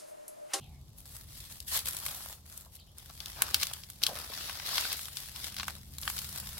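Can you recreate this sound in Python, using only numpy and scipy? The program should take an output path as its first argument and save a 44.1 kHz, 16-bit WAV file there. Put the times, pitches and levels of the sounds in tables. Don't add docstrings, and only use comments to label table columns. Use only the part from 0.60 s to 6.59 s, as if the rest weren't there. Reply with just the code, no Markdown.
import sys
import numpy as np
from scipy import signal
from scipy.fft import rfft, irfft, next_fast_len
from scipy.io import wavfile
from scipy.ndimage import uniform_filter1d, map_coordinates

SR = 44100
rng = np.random.default_rng(int(sys.argv[2]) if len(sys.argv) > 2 else 0)


def wav_record(signal):
    frames = np.transpose(np.atleast_2d(signal))
    bounded = np.clip(frames, -1, 1)
    quanta = np.round(bounded * 32767).astype(np.int16)
    wavfile.write(sys.argv[1], SR, quanta)


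N = 264278

# f/Hz, relative level/dB
RUMBLE_SPECTRUM = [(15, -20), (27, -22), (40, -4), (60, 0.5), (85, -1), (115, -5), (165, -9.5), (240, -18),
                   (400, -29), (900, -70)]
HISS_SPECTRUM = [(150, -1), (350, 3), (550, 5), (800, 4), (1150, -0.5), (1900, -18), (3500, -2.5),
                 (7000, -5), (16000, -25)]
# t/s, relative level/dB
RUMBLE_SWELL = [(0, -50), (.35, -53.5), (1.1, -52.5), (1.9, -57), (2.35, -57.5), (2.9, -51), (3.3, -55.5),
                (4.7, -55.5), (5.1, -51), (5.99, -51.5)]
# f/Hz, likeness (1 = the same, 0 = unrelated)
STEREO_LIKENESS = [(60, 1), (180, 0.78), (550, 0.57), (1650, 0.2), (3000, 0.087), (5000, -0.24),
                   (8000, -0.064), (15000, 0.13)]
# f/Hz, level before the swell/dB
HUM_TONES = [(75.4, -60), (136.3, -64.5)]
# t/s, gain/dB
HUM_GAIN = [(0, 6), (.22, 9), (.3, -2.5), (2.3, -7), (2.9, -1.5), (3.6, -9), (4.5, -1), (5.1, 3), (5.99, 1)]
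# t/s, length/s, start f/Hz, end f/Hz, relative level/dB
BIRD_CHIRPS = [(0, 0.06, 3040, 3510, -58), (0, 0.08, 3000, 2410, -62), (.01, 0.062, 4210, 3450, -63),
               (0.092, 0.1, 2410, 2040, -68), (2.186, 0.013, 3180, 2960, -54),
               (2.188, 0.036, 4740, 3450, -54), (2.269, 0.037, 2860, 3590, -62)]
# t/s, level/dB
STIRRING = [(0, -71), (.3, -72), (.6, -63), (1.8, -68), (2.3, -73), (2.6, -59), (3.2, -60.5), (5.3, -60.5),
            (5.99, -50.5)]
# t/s, speeding up/s, slowing down/s, peak rib level/dB, blade above ribs/dB, wax above ribs/dB
LEAF_STROKES = [(0.372, 0.022, 0.02, -63, -13, 13.5), (0.457, 0.11, 0.057, -56.0, -5.5, 7.5),
                (0.677, 0.099, 0.25, -53.5, -12, 5), (0.904, 0.009, 0.011, -50, -7, 5),
                (1.074, 0.011, 0.058, -43.5, -19, 7.5), (1.117, 0.048, 0.019, -32, -8, 4),
                (1.256, 0.031, 0.022, -40.5, -7, 4.5), (1.279, 0.185, 0.27, -47, -4, 6.5),
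                (1.857, 0.11, 0.071, -57, -4.5, 8), (2.121, 0.03, 0.022, -58.5, -15, 6),
                (2.37, 0.0074, 0.22, -57, -9.5, 2.5), (2.605, 0.41, 0.185, -47, -6, 1),
                (2.765, 0.053, 0.14, -48.0, 3, -12), (2.997, 0.028, 0.012, -37.5, -8.5, -1),
                (3.421, 0.0074, 0.24, -44, -2, 1), (3.685, 0.16, 0.27, -41.5, -8.5, -2),
                (4.054, 0.13, 0.16, -34.0, -9, -2), (4.364, 0.0063, 0.12, -45.0, -11.5, 5),
                (4.52, 0.065, 0.15, -46.5, -11.5, 2), (4.751, 0.099, 0.074, -43, -8.5, 1),
                (4.966, 0.014, 0.06, -43.5, -9, -3.5), (5.072, 0.0068, 0.072, -48.5, -4, 1.5),
                (5.417, 0.076, 0.29, -46, -7.5, 6), (5.731, 0.017, 0.24, -50, -2.5, 2.5)]
# f/Hz, relative level/dB
BLADE_SPECTRUM = [(120, -18), (250, -4.5), (400, -6.5), (600, 0), (900, 1), (1250, 3), (1750, 0.5),
                  (2100, -8), (2500, -1), (3500, -24)]
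RIB_SPECTRUM = [(1000, -26), (1700, -6.5), (2100, -3), (2400, -7), (2750, -3), (3400, 1.5), (4200, 2),
                (5500, 1), (6600, -7), (9000, -28)]
WAX_SPECTRUM = [(4000, -22), (6300, -5.5), (8000, -0.5), (9300, -2.5), (11000, 2), (13000, -0.5),
                (16000, -5)]
# t/s, crack level/dB, knock above crack/dB, splinter above crack/dB
RIB_SNAPS = [(0.404, -61, -11, 9), (1.0025, -42.5, -35, 2), (1.1748, -35.5, -14, 5),
             (1.1907, -37.5, -19, 3), (1.257, -44, -18, 8), (1.2732, -39, -13, 2),
             (1.2858, -40.5, -5, 10.5), (1.3679, -40.5, -17, 5.5), (1.4633, -37, -2, 6),
             (1.5096, -47, -5, 2), (1.976, -57, -23, 17), (2.1538, -56.5, -22, 9.5),
             (2.383, -54, -20, 10.5), (2.4991, -50.5, -14, -16), (2.6036, -38, -42, -10),
             (2.6587, -39, -31, -2.5), (2.8204, -28, -2.5, 9), (2.9441, -19.5, -14.5, -3.5),
             (3.0215, -37, -22, -6), (3.029, -29, -12, -8.5), (3.032, -27.5, -13, -0.5),
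             (3.069, -37, -14, 1), (3.098, -45, -21, -6), (3.135, -38, -15, 3.5), (3.2353, -44, -18, -13),
             (3.3008, -49, -8, 9), (3.419, -44, -5, -11.5), (3.4296, -36, -15, -4),
             (3.4356, -20.5, -32, -6.5), (3.4658, -23, -19, -6), (3.5878, -43.5, -18, 1),
             (3.8961, -42, 4.5, -22), (3.9979, -40, -1.5, -16), (4.1806, -27, -4.5, -20),
             (4.2518, -42.5, 2.5, -12), (4.3283, -35.5, -7.5, 4.5), (4.392, -43.5, -1.5, -4),
             (4.4834, -48, 0.5, 4), (4.5699, -34.5, -15, -3), (4.761, -41, -11, -1.5), (4.8758, -46, -9, 2),
             (4.9435, -46, -12, 1), (4.9661, -38, -8.5, -3.5), (4.985, -39, -8, -5),
             (4.9979, -34.5, -4, -19), (5.007, -39, -3, -17), (5.0317, -42.5, 5.5, 0),
             (5.0813, -39.5, 7.5, 4), (5.3837, -41.5, -12, 4), (5.4148, -54.5, -25, 15),
             (5.4317, -38, -14.5, -8), (5.4774, -33.5, 4, -7), (5.5005, -41, -1, 1), (5.5799, -37, -27, -5),
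             (5.5892, -36.5, -14, 0.5), (5.7998, -45.5, -20, 9)]
# f/Hz, relative level/dB, time to fade by 60 dB/s
BLADE_PITCHES = [(680, -14, 0.0029), (1138, -3, 0.012), (1390, -8.5, 0.016), (1560, -2.5, 0.015),
                 (2170, -9.5, 0.027)]
# t/s, peak level/dB, f/Hz
LEAF_KNOCKS = [(2.061, -50, 840), (2.499, -42.5, 1000), (3.488, -35, 670), (3.497, -36.5, 670),
               (3.508, -36, 620), (3.521, -40, 580), (3.53, -41, 520), (3.555, -42.5, 570), (3.7, -41, 447),
               (3.722, -39, 900)]


def amp(db):
    return 10 ** (np.asarray(db) / 20)


def unit(x):
    return x / np.sqrt(np.mean(x ** 2) + 1e-20)


def along(points, hz):
    f, v = np.transpose(points)
    return np.interp(np.log(hz + 1), np.log(f + 1), v)


def curve(points):
    return np.interp(np.arange(N) / SR, *np.transpose(points))


def wobble(rate):
    return map_coordinates(rng.standard_normal(int(N * rate / SR) + 4), [np.arange(N) * rate / SR])


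def filtered(x, response):
    size = next_fast_len(N + SR // 2)
    return irfft(rfft(x, size) * response(np.fft.rfftfreq(size, 1 / SR)), size)[..., :N]


def band(x, lo_hz, hi_hz, order=2):
    return signal.sosfilt(signal.butter(order, [lo_hz, hi_hz], "band", fs=SR, output="sos"), x)


def panned(left_db):
    return amp([[left_db / 2], [-left_db / 2]])


def add(track, s, sound):
    start = max(round(s * SR), 0)
    track[:, start:start + sound.shape[-1]] += sound[..., :N - start]


def spread(pair, spectrum):
    def response(hz):
        angle = np.arccos(np.clip(along(STEREO_LIKENESS, hz), -1, 1)) / 2
        return amp(along(spectrum, hz)) * [np.cos(angle), np.sin(angle)]
    mid, side = filtered(pair, response)
    return unit(np.array([mid + side, mid - side]))


def outdoor_rumble(gain_db=-1):
    return amp(curve(RUMBLE_SWELL) + gain_db) * spread(rng.standard_normal((2, N)), RUMBLE_SPECTRUM)


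def machine_tone(hz, waver_db=2.0, drift_rad=0.58):
    strength = np.sqrt(2) * amp(waver_db * wobble(5))
    return strength * np.sin(2 * np.pi * hz * np.arange(N) / SR + drift_rad * wobble(6.6))


def machine_hum(drone_db=-64, grow_at_s=4.55, grow_s=0.255):
    hum = amp(curve(HUM_GAIN)) * sum(amp(db) * machine_tone(hz) for hz, db in HUM_TONES)
    growth_db = curve([(grow_at_s, -12), (grow_at_s + grow_s, 0)])
    drone = machine_tone(hz=197.0, waver_db=3.0, drift_rad=0.7)
    drone += amp(-2) * unit(band(rng.standard_normal(N), 124, 215))
    return hum + amp(drone_db + growth_db) * drone


def fuzzy_tone(level_db=-71, hold_s=0.15, fade_s=0.07):
    fade = curve([(hold_s, 1), (hold_s + fade_s, 0)])
    return amp(level_db) * fade * unit(band(rng.standard_normal(N), 720, 870))


def air_hiss(level_db=-68):
    return amp(level_db) * spread(rng.standard_normal((2, N)), HISS_SPECTRUM)


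def birds(rasp_share=0.082):
    out = np.zeros((2, N))
    rasp = 1 + rasp_share * wobble(1200)
    for s, length, start_hz, end_hz, db in BIRD_CHIRPS:
        progress = np.linspace(0, 1, int(length * SR))
        glide_hz = start_hz + (end_hz - start_hz) * progress
        hz = glide_hz * rasp[rng.integers(N // 2):][:len(progress)]
        arch = np.sqrt(abs(np.sin(np.pi * progress)))
        add(out, s, amp(db) * arch * np.sin(2 * np.pi * np.cumsum(hz) / SR))
    return out


def strokes(swell_db=7, catch_s=0.046, let_go_s=0.19):
    t = np.arange(N) / SR
    power = amp(curve(STIRRING) + np.array([[-11.5], [0], [4]])) ** 2
    for s, rise, fall, db, blade_db, wax_db in LEAF_STROKES:
        corners = s - catch_s + np.cumsum([0, catch_s, rise, fall, let_go_s])
        on = slice(*np.searchsorted(t, corners[[0, -1]]))
        shape_db = np.interp(t[on], corners, [-60, -swell_db, 0, -swell_db, -60])
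        power[:, on] += amp(db + shape_db + np.array([[blade_db], [0], [wax_db]])) ** 2
    return np.sqrt(power)


def slips(per_second=620, size_db=5.0, decay_s=0.0021):
    sizes = amp(size_db * np.minimum(rng.exponential(size=N), 4))
    kicks = (rng.random(N) < per_second / SR) * sizes ** 2
    power = signal.lfilter([1], [1, -np.exp(-2 / (decay_s * SR))], kicks)
    return power / power.mean()


def leaf_folds(x, depth_db=2.0):
    spectra = signal.stft(x, nperseg=512)[2]
    patches = uniform_filter1d(rng.standard_normal(spectra.shape[1:]), size=3, axis=0)
    patches = uniform_filter1d(patches, size=7, axis=1)
    return signal.istft(spectra * amp(depth_db * unit(patches)), nperseg=512)[1][:, :N]


def rubbing(motion, swish_db=-41):
    blade, ribs, wax = motion
    grip = amp(0.59 * wobble(45))
    sliding = 0.69 + ribs / amp(swish_db)
    crackle = np.sqrt((slips() + sliding) / (1 + sliding))

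    def friction(spectrum, uneven_db):
        noise = crackle * amp(uneven_db * wobble(130)) * rng.standard_normal((2, N))
        return spread(leaf_folds(noise), spectrum)
    return grip * (blade * friction(BLADE_SPECTRUM, uneven_db=2.5) * panned(0.26)
                   + ribs * friction(RIB_SPECTRUM, uneven_db=0.77) * panned(3.0)
                   + wax * friction(WAX_SPECTRUM, uneven_db=0.95) * panned(1.2))


def ticks(motion, count=12, scatter_db=2.5):
    draws = np.array([(rng.random(), *rng.standard_normal(3)) for _ in range(count)])
    at = (draws[:, 0] * N).astype(int)
    blade_db, rib_db, wax_db = 20 * np.log10(motion[:, at])
    levels_db = np.array([rib_db, blade_db - rib_db, wax_db - rib_db]) + scatter_db * draws[:, 1:].T
    return list(zip(at / SR, *levels_db))


def blade_ring(t):
    tuning = np.exp(0.028 * rng.standard_normal())
    ring = np.zeros(len(t))
    for hz, db, fade_s in BLADE_PITCHES:
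        fade = amp(db + rng.normal(0, 1.1) - 60 * t / fade_s)
        ring += fade * np.sin(2 * np.pi * (hz * tuning * t + rng.random()))
    return ring


def snaps(rows, decay_s=0.0022, scatter_db=-20, scatter_s=0.014, lag_s=0.00005):
    def level(x):
        return x / np.sqrt(np.mean(x[..., :SR // 200] ** 2, axis=(1, 2), keepdims=True))
    out, t = np.zeros((2, N)), np.arange(SR // 20) / SR
    fade = np.exp(-t / decay_s) + amp(scatter_db) * np.exp(-t / scatter_s)
    fibres = fade * rng.standard_normal((len(rows), 2, len(t)))
    fracture = np.zeros((2, len(t)))
    fracture[0, round(lag_s * SR)] = fracture[1, 0] = 4
    burst = fibres + 0.36 * fibres.mean(axis=1, keepdims=True) + 1.04 * fracture
    cracks = level(band(band(burst, 2930, 15200, order=4), 1640, 5470, order=4)) * panned(0.36)
    splinters = level(band(fibres + 0.43 * fracture, 7820, 14900)) * panned(-1.8)
    rings = np.array([[blade_ring(t)] for _ in rows])
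    knocks = level(band(rings + 1.77 * burst, 790, 2600, order=3)) * panned(-2.2)
    for (s, db, knock_db, splinter_db), crack, knock, splinter in zip(rows, cracks, knocks, splinters):
        snap = crack + amp(knock_db) * knock + amp(splinter_db) * splinter
        add(out, s, amp(db) * panned(3.5) * snap)
    return out


def shudder(fade_s=0.054, thump_db=-14, band_ratio=1.33):
    out, t = np.zeros((2, N)), np.arange(SR // 10) / SR
    for s, db, hz in LEAF_KNOCKS:
        noise = rng.standard_normal(len(t)) + 0.55 * rng.standard_normal((2, len(t)))
        push = amp(-60 * t / fade_s) * noise
        knock = band(push, hz / band_ratio, hz * band_ratio)
        thump = band(push, 133, 214)
        add(out, s, amp(db) * (knock / abs(knock).max() + amp(thump_db) * thump / abs(thump).max()))
    return out


def garden_echo(x, fade_s):
    t = np.arange(SR // 2) / SR
    build_up = 1 - np.exp(-t / 0.0083)
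    tail = rng.standard_normal((2, len(t))) * amp(-60 * t / fade_s) * build_up
    return signal.fftconvolve(x, tail / np.linalg.norm(tail[0]), axes=1)[:, :N]


def scene():
    motion = strokes()
    leaves = rubbing(motion) + snaps(RIB_SNAPS + ticks(motion)) + shudder()
    chirps = birds()
    near = leaves + amp(-16.5) * garden_echo(leaves, fade_s=0.096)
    far = amp(-3.5) * chirps + amp(-4) * garden_echo(chirps, fade_s=0.16)
    background = (outdoor_rumble() + machine_hum() + fuzzy_tone()) * panned(0.6) + air_hiss()
    return near + far + background


def record(dry):
    return filtered(dry, lambda hz: hz < 15950)


dry = scene()
out = record(dry)
wav_record(out)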